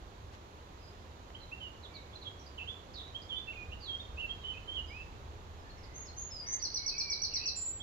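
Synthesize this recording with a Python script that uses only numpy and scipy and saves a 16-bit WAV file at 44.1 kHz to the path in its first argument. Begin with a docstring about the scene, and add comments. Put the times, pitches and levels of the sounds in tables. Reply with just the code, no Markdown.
"""Birdsong on a country path

Two closely spaced microphones stand near a railway bridge. A blackbird in a tree on the right warbles
one phrase; a wren answers from the hedge with thin whistles, a loud trill and a high last note.
Another bird sings far off. Trunks, leaves and the bridge scatter the song. Distant traffic rumbles
under a soft rush of air, a light breeze buffets the microphones and grit shifts under a shoe."""
import sys
import numpy as np
from scipy import signal
from scipy.fft import rfft, irfft, next_fast_len
from scipy.io import wavfile

SR = 44100
rng = np.random.default_rng(int(sys.argv[2]) if len(sys.argv) > 2 else 0)


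def digitize_waveform(pressure):
    """Quantize a signal to 16-bit integers and store it at the path in sys.argv[1].

    Rows of a 2-D input are taken as channels; values are limited to [-1, 1].
    """
    field = np.atleast_2d(pressure).T
    bounded = np.clip(field, -1, 1)
    quanta = np.round(bounded * 32767).astype(np.int16)
    wavfile.write(sys.argv[1], SR, quanta)


N = 344862
TIME = np.arange(N) / SR


def from_db(db):
    """Decibels to gain."""
    return 10 ** (np.asarray(db) / 20)


def rms_one(x):
    """Scale to unit power."""
    return x / np.sqrt(np.mean(x ** 2) + 1e-20)


def at_hz(points, hz, outside=None):
    """Read a table on a log-frequency axis."""
    known, values = np.transpose(points)
    return np.interp(np.log(hz), np.log(known), values, left=outside, right=outside)


def over_time(points):
    """Join (time, value) points with straight lines."""
    return np.interp(TIME, *np.transpose(points))


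def bump(at_s, width_s):
    """A smooth rise and fall of height 1 around a moment."""
    return np.exp(-((TIME - at_s) / width_s) ** 2)


def rolloff(x, hz, kind="low", order=2):
    """A gentle low-pass or high-pass."""
    return signal.sosfilt(signal.butter(order, hz, kind, fs=SR, output="sos"), x)


def coloured(spectrum, channels=2):
    """Unrelated noises with the given spectrum and nothing beyond its ends."""
    hz = np.maximum(np.fft.rfftfreq(N, 1 / SR), 1)
    gain = from_db(at_hz(spectrum, hz, outside=-200))
    return rms_one(irfft(rfft(rng.standard_normal((channels, N))) * gain, N))


def drift(rate_hz):
    """Smooth random wandering of spread 1."""
    return rms_one(rolloff(rng.standard_normal(N), rate_hz))


def from_right(x, lag_ms, right_db):
    """A sound from the right reaches the left microphone later, and weaker by right_db."""
    size = next_fast_len(N + 100)
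    khz = np.fft.rfftfreq(size, 1000 / SR)
    late = irfft(rfft(x, size) * np.exp(-2j * np.pi * khz * lag_ms), size)[:N]
    return np.array([late, x]) * rms_one(from_db([[0], [right_db]]))


def traffic():
    """Far traffic rumbles from the right and faintly all round, with one slow swell and brief surges."""
    # the rumble's spectrum: (frequency [Hz], density [dB])
    spectrum = [(12, -38.5), (20, -10.5), (70, 4), (90, 0), (135, -15), (170, -25), (220, -41), (370, -120)]
    # its slow swell and ebb: (time [s], level [dB])
    swell = [(0, -54), (.7, -55.5), (3.4, -53.5), (4.3, -51), (5.4, -49), (6.6, -55), (7.82, -55.5)]
    # surges on top: (time [s], rise [dB])
    surges = [(.04, 5), (.24, 6), (3.61, 2.5), (3.72, 4.5), (4.14, 9)]
    level_db = over_time(swell) + sum(db * bump(at_s, width_s=.048) for at_s, db in surges)
    direct = from_right(coloured(spectrum, channels=1)[0], lag_ms=.22, right_db=1.4)
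    diffuse = from_db(-16.5) * coloured(spectrum)
    return from_db(level_db) * rms_one(direct + diffuse)


def rush():
    """Leaves all round and a far road on the right; only long waves reach both microphones alike."""
    # the rush's spectrum: (frequency [Hz], density [dB])
    spectrum = [(76, 6), (130, -0.5), (173, -3), (216, -3.5), (260, -4.5), (397, -2.5), (637, -6),
                (1020, -5.5), (2270, -17), (3700, -18), (4610, -21), (4850, -25.5), (5280, -25),
                (6690, -23.5), (7400, -27.5), (9620, -59.5), (16300, -120)]
    # its lean across the pair: (frequency [Hz], left minus right [dB])
    balance = [(60, -4.5), (100, 0), (170, -2.5), (290, -1), (500, -1.5), (840, -3), (1430, -2.5),
               (2430, -6.5), (4130, -9), (7000, -5.5)]
    # its almost steady strength: (time [s], level [dB])
    level = [(0, -54), (4.3, -52.5), (7.82, -54.5)]
    spacing_ms, road_db, road_corner_hz = .43, -1, 1620
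    hz = np.maximum(np.fft.rfftfreq(N, 1 / SR), 1)
    alike = np.sinc(2 * hz * spacing_ms / 1000)
    mid, side = rfft(coloured(spectrum))
    leaves = np.sqrt((1 + alike) / 2) * mid + np.sqrt((1 - alike) / 2) * side * [[1], [-1]]
    road = rfft(from_right(coloured(spectrum, channels=1)[0], spacing_ms, right_db=0))
    road_gain = from_db(road_db) / np.sqrt(1 + (hz / road_corner_hz) ** 2)
    both = (leaves + road_gain * road) / np.sqrt(1 + road_gain ** 2)
    lean = from_db(at_hz(balance, hz) * [[.5], [-.5]])
    return from_db(over_time(level)) * rms_one(irfft(both * lean, N))


def breeze():
    """Light air buffets each microphone on its own."""
    # the breeze freshens midway: (time [s], level [dB])
    level = [(0, -67), (2.7, -64.5), (4.8, -60), (6.7, -59.5), (7.82, -61)]
    return from_db(over_time(level)) * coloured([(15, -7), (30, -7.5), (60, -22.5), (150, -24)])


def hiss():
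    """A faint high hiss, a little stronger on the right."""
    # the hiss's spectrum: (frequency [Hz], density [dB])
    spectrum = [(7000, -18), (7700, -10), (8700, -4.5), (9800, 2), (13000, 1), (16500, -6)]
    return from_db([[-82.2], [-79]]) * coloured(spectrum)


def scuffs():
    """Grit shifts under a shoe: a brief scrape and two dull ticks."""
    # shifts of the grit: (time [s], half length [s], level before dulling [dB], dull above [Hz])
    shifts = [(.342, .020, -57, 15000), (1.3045, .0016, -47, 3000), (3.081, .001, -51, 6000)]
    grit = coloured([(300, -2), (1200, 0), (4000, -6), (7400, -14), (8200, -27), (15000, -27)])
    grit *= from_db(2 * drift(300))
    return sum(from_db(db) * bump(at_s, half_s) * rolloff(grit, top_hz, order=1)
               for at_s, half_s, db, top_hz in shifts)


def sing(notes, waver, rasp_depth, rasp_hz, rise_s, fall_s, second_db, third_db):
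    """Each note is a near-pure whistle through three pitches; fast flutter of the syrinx makes it rasp."""
    song = np.zeros(N)
    wander, flutter = drift(79), drift(rasp_hz)
    for start, length, first, middle, last, db, rasp in notes:
        at = np.flatnonzero((TIME >= start) & (TIME < start + length))
        progress = (TIME[at] - start) / length
        glide_hz = np.polyval(np.polyfit([0, .5, 1], [first, middle, last], 2), progress)
        pitch_hz = glide_hz * (1 + waver * wander[at] + rasp_depth * rasp * flutter[at])
        phase = 2 * np.pi * np.cumsum(pitch_hz) / SR
        # air pressure builds and drops
        rise = np.clip(progress / min(rise_s / length, .5), 0, 1)
        fall = np.clip((1 - progress) / min(fall_s / length, 1 / 3), 0, 1)
        envelope = rise * np.sin(np.pi / 2 * fall) ** 2
        amplitude = np.sqrt(2) * from_db(db + 2 * rasp * flutter[at])
        # the octave grows as the pitch is pushed up
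        second = from_db(second_db) * (glide_hz / 6000) ** 3 * np.sin(2 * phase)
        third = from_db(third_db) * np.sin(3 * phase)
        song[at] += amplitude * envelope * (np.sin(phase) + second + third)
    return song


def scatter(db, t60_s):
    """A second of dense reflections at each microphone, dying by 60 dB in t60_s."""
    t = TIME[:SR]
    envelope = from_db(-60 * t / t60_s) * (1 - np.exp(-t / .0013))
    return from_db(db) * rms_one(rng.standard_normal((2, SR)) * envelope) / np.sqrt(SR)


def woodland(song, echoes, foliage, trees, shade_hz, scatter_hz, lag_ms, right_db, echo_right_db):
    """Direct song, distinct echoes, quick scatter from foliage and a longer tail from the trees beyond."""
    # leaves take short waves out of the direct path and scatter them
    direct = from_right(rolloff(song, shade_hz), lag_ms, right_db)
    response = trees + rolloff(foliage, scatter_hz, "high")
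    for delay_s, db in echoes:
        for side in range(2):
            response[side, int((delay_s + rng.uniform(0, .001)) * SR)] += from_db(db)
    reflected = signal.fftconvolve(song[None], response, axes=1)[:, :N]
    return direct + reflected * rms_one(from_db([[0], [echo_right_db]]))


def far_bird():
    """Distant song reaches the microphones largely as scattered sound."""
    # far notes: (start [s], length [s], first [Hz], middle [Hz], last [Hz], effort [dB], rasp [0-1])
    notes = [ (.77, 0.14, 5100, 4950, 5020, -71, .1), (1.90, 0.11, 2323, 2290, 2180, -66, .23),
             (4.86, 0.11, 4880, 4980, 4990, -68.5, .06), (5.62, 0.081, 1807, 1730, 1780, -67, .6),
             (5.76, .30, 2095, 2027, 1995, -71.5, 0.79), (6.42, 0.16, 2174, 2080, 2020, -62.5, .46),
             (6.44, 0.11, 1800, 1785, 1680, -64, .84), (6.77, 0.12, 2280, 2196, 2270, -63, .31),
             (6.91, 0.037, 2530, 2560, 2500, -53, .1), (6.94, 0.1, 2267, 2324, 2365, -56, 0.11),
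             (7.04, 0.103, 2350, 2317, 2237, -51.5, .13), (7.30, .089, 2750, 2373, 1760, -60, 1),
             (7.39, 0.069, 2430, 2624, 2580, -52, .5)]
    song = sing(notes, waver=.0044, rasp_depth=.054, rasp_hz=199,
                rise_s=.019, fall_s=.0091, second_db=-38, third_db=-57)
    return from_db(-2) * woodland(
        song, echoes=[], foliage=scatter(db=2.5, t60_s=.18), trees=scatter(db=4, t60_s=.74),
        shade_hz=9050, scatter_hz=1200, lag_ms=.41, right_db=5, echo_right_db=4)


def wren_trill():
    """One syllable eight times in strict time, swelling a little and sinking slightly in pitch."""
    # the syllable's soft lead-in, top pip and steep fall:
    # (offset [s], length [s], first [Hz], middle [Hz], last [Hz], relative effort [dB], rasp [0-1])
    syllable = [(-.034, .027, 4436, 4620, 4360, -15.5, 1), (-.005, 0.014, 5650, 5850, 5660, 1.5, 0.05),
                (.012, .026, 5850, 4590, 4086, -1.06, 0.28)]
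    start_s, period_s, swell_s, sag_per_s = 6.6262, .11906, .19, .031
    notes = []
    for elapsed in np.arange(8) * period_s:
        effort_db = -28.5 - 2 * np.exp(-elapsed / swell_s)
        for offset, length, *pitches, db, rasp in syllable:
            tuning = 1 - sag_per_s * elapsed + rng.normal(0, .0074, size=3)
            notes.append((start_s + elapsed + offset, length, *(pitches * tuning), effort_db + db, rasp))
    return sing(notes, waver=.007, rasp_depth=.04, rasp_hz=400,
                rise_s=.004, fall_s=.004, second_db=-42, third_db=-42)


def wren():
    """Thin whistles, a trill and a high last note from deep in the hedge."""
    # single notes: (start [s], length [s], first [Hz], middle [Hz], last [Hz], effort [dB], rasp [0-1])
    notes = [ (5.58, 0.057, 5250, 5050, 4900, -68, .3), (5.688, 0.027, 4000, 4250, 4500, -53, .3),
             (5.768, 0.032, 6260, 5450, 5100, -60.5, .9), (5.825, .029, 5230, 4740, 4230, -54, 1),
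             (5.938, 0.11, 6090, 6630, 6400, -46.5, .15), (6.050, 0.041, 5620, 5030, 4250, -55, 1),
             (6.080, 0.017, 4540, 4220, 4320, -45, .08), (6.162, 0.095, 6090, 6660, 6590, -40.5, 0.2),
             (6.302, 0.147, 5330, 4943, 4860, -42.5, 0.047), (6.462, 0.1, 5750, 6240, 6160, -36, .05),
             (7.555, .175, 7260, 7310, 7260, -35, 0.041)]
    # echoes off the bridge and trunks: (delay [s], gain [dB])
    echoes = [(.0105, -6), (.029, -9), (.046, -14)]
    whistles = sing(notes, waver=.0023, rasp_depth=.03, rasp_hz=245,
                    rise_s=.012, fall_s=.025, second_db=-42, third_db=-69)
    song = whistles + wren_trill()
    return from_db(-7) * woodland(
        song, echoes, foliage=scatter(db=1.5, t60_s=.31), trees=scatter(db=-2.5, t60_s=.51),
        shade_hz=12000, scatter_hz=1990, lag_ms=.39, right_db=1.5, echo_right_db=3.3)


def blackbird():
    """Fluty notes from a tree on the right; the bird's throat favours the middle of its range."""
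    # the song: (start [s], length [s], first [Hz], middle [Hz], last [Hz], effort [dB], rasp [0-1])
    notes = [ (1.344, 0.017, 2500, 3090, 3100, -43.5, 0), (1.392, 0.063, 4170, 4080, 3960, -50.5, 0.44),
             (1.511, 0.037, 2450, 2686, 2720, -38.5, 0.02), (1.597, 0.094, 3140, 2947, 2785, -45.5, 0.2),
             (1.820, 0.045, 4430, 3880, 3140, -45.5, .34), (1.932, 0.049, 4700, 4185, 3680, -42, .2),
             (2.125, 0.028, 3064, 3490, 3900, -50.5, .4), (2.153, 0.014, 4120, 4150, 4200, -37, 0.45),
             (2.212, .026, 4500, 4100, 3400, -41.5, .26), (2.245, .048, 3410, 3304, 3120, -41.5, 0.74),
             (2.388, 0.015, 6300, 5860, 5360, -40, 1), (2.458, .014, 5600, 4900, 4800, -41.5, 0.6),
             (2.572, .070, 3270, 2646, 2880, -40, 0.58), (2.668, 0.05, 2840, 3400, 3450, -38.5, 0),
             (2.932, 0.022, 6250, 4800, 4270, -37.5, 0.9), (2.948, 0.069, 4400, 3670, 3640, -41, 0.65),
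             (3.015, .082, 3600, 3920, 3640, -48.5, 0.05), (3.143, 0.026, 2940, 3230, 3270, -36, 0.2),
             (3.214, 0.016, 4680, 4900, 6000, -41, 1), (3.287, 0.068, 3695, 3113, 3170, -38, 0.17),
             (3.352, 0.045, 3510, 3475, 3610, -35.5, 0), (3.468, 0.053, 2780, 2644, 2870, -38, 0.1),
             (3.515, .032, 3110, 2390, 2210, -47, 1), (3.555, 0.089, 2444, 2466, 2425, -43, 0),
             (3.712, .032, 2645, 2780, 2980, -41.5, 0.47), (3.797, .085, 4850, 4340, 3450, -42, 0.34),
             (3.868, 0.093, 3460, 3233, 3284, -38, 0.09), (3.992, .022, 3540, 3630, 3600, -37.5, .1),
             (4.168, 0.054, 2360, 2820, 2920, -38, 0.35), (4.212, 0.057, 2775, 2680, 2680, -36.5, 0.16),
             (4.287, 0.031, 3180, 3240, 3220, -34, 0.17), (4.412, .027, 3800, 3790, 3650, -54, .1),
             (4.432, 0.097, 3033, 3025, 2970, -40.5, 0.28), (4.526, 0.065, 2840, 2490, 2900, -45, 0.27),
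             (4.672, 0.067, 3080, 3125, 3245, -40, 0.07), (4.742, 0.073, 3500, 2982, 2900, -37, 0.11),
             (4.890, 0.15, 2100, 2534, 2628, -44.5, 0.2), (7.797, 0.051, 3190, 3450, 3320, -37, 0)]
    # echoes off the bridge and trunks: (delay [s], gain [dB])
    echoes = [(.012, -11), (0.05, -18.5), (.098, -33)]
    throat_hz, throat_width_hz = 3100, 1050
    whistles = sing(notes, waver=.004, rasp_depth=.06, rasp_hz=350,
                    rise_s=.018, fall_s=.011, second_db=-30, third_db=-46)
    song = signal.lfilter(*signal.iirpeak(throat_hz, throat_hz / throat_width_hz, fs=SR), whistles)
    return woodland(
        song, echoes, foliage=scatter(db=-1, t60_s=.26), trees=scatter(db=-10.5, t60_s=.58),
        shade_hz=3700, scatter_hz=4500, lag_ms=.45, right_db=9, echo_right_db=7)


def scene():
    """Three singers over the outdoor background, heard from the path."""
    return traffic() + rush() + breeze() + hiss() + scuffs() + far_bird() + wren() + blackbird()


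def record(dry):
    """The recorder cuts the top steeply above 15.7 kHz."""
    return signal.sosfilt(signal.ellip(10, .1, 80, 15700, fs=SR, output="sos"), dry)


dry = scene()
out = record(dry)
digitize_waveform(out)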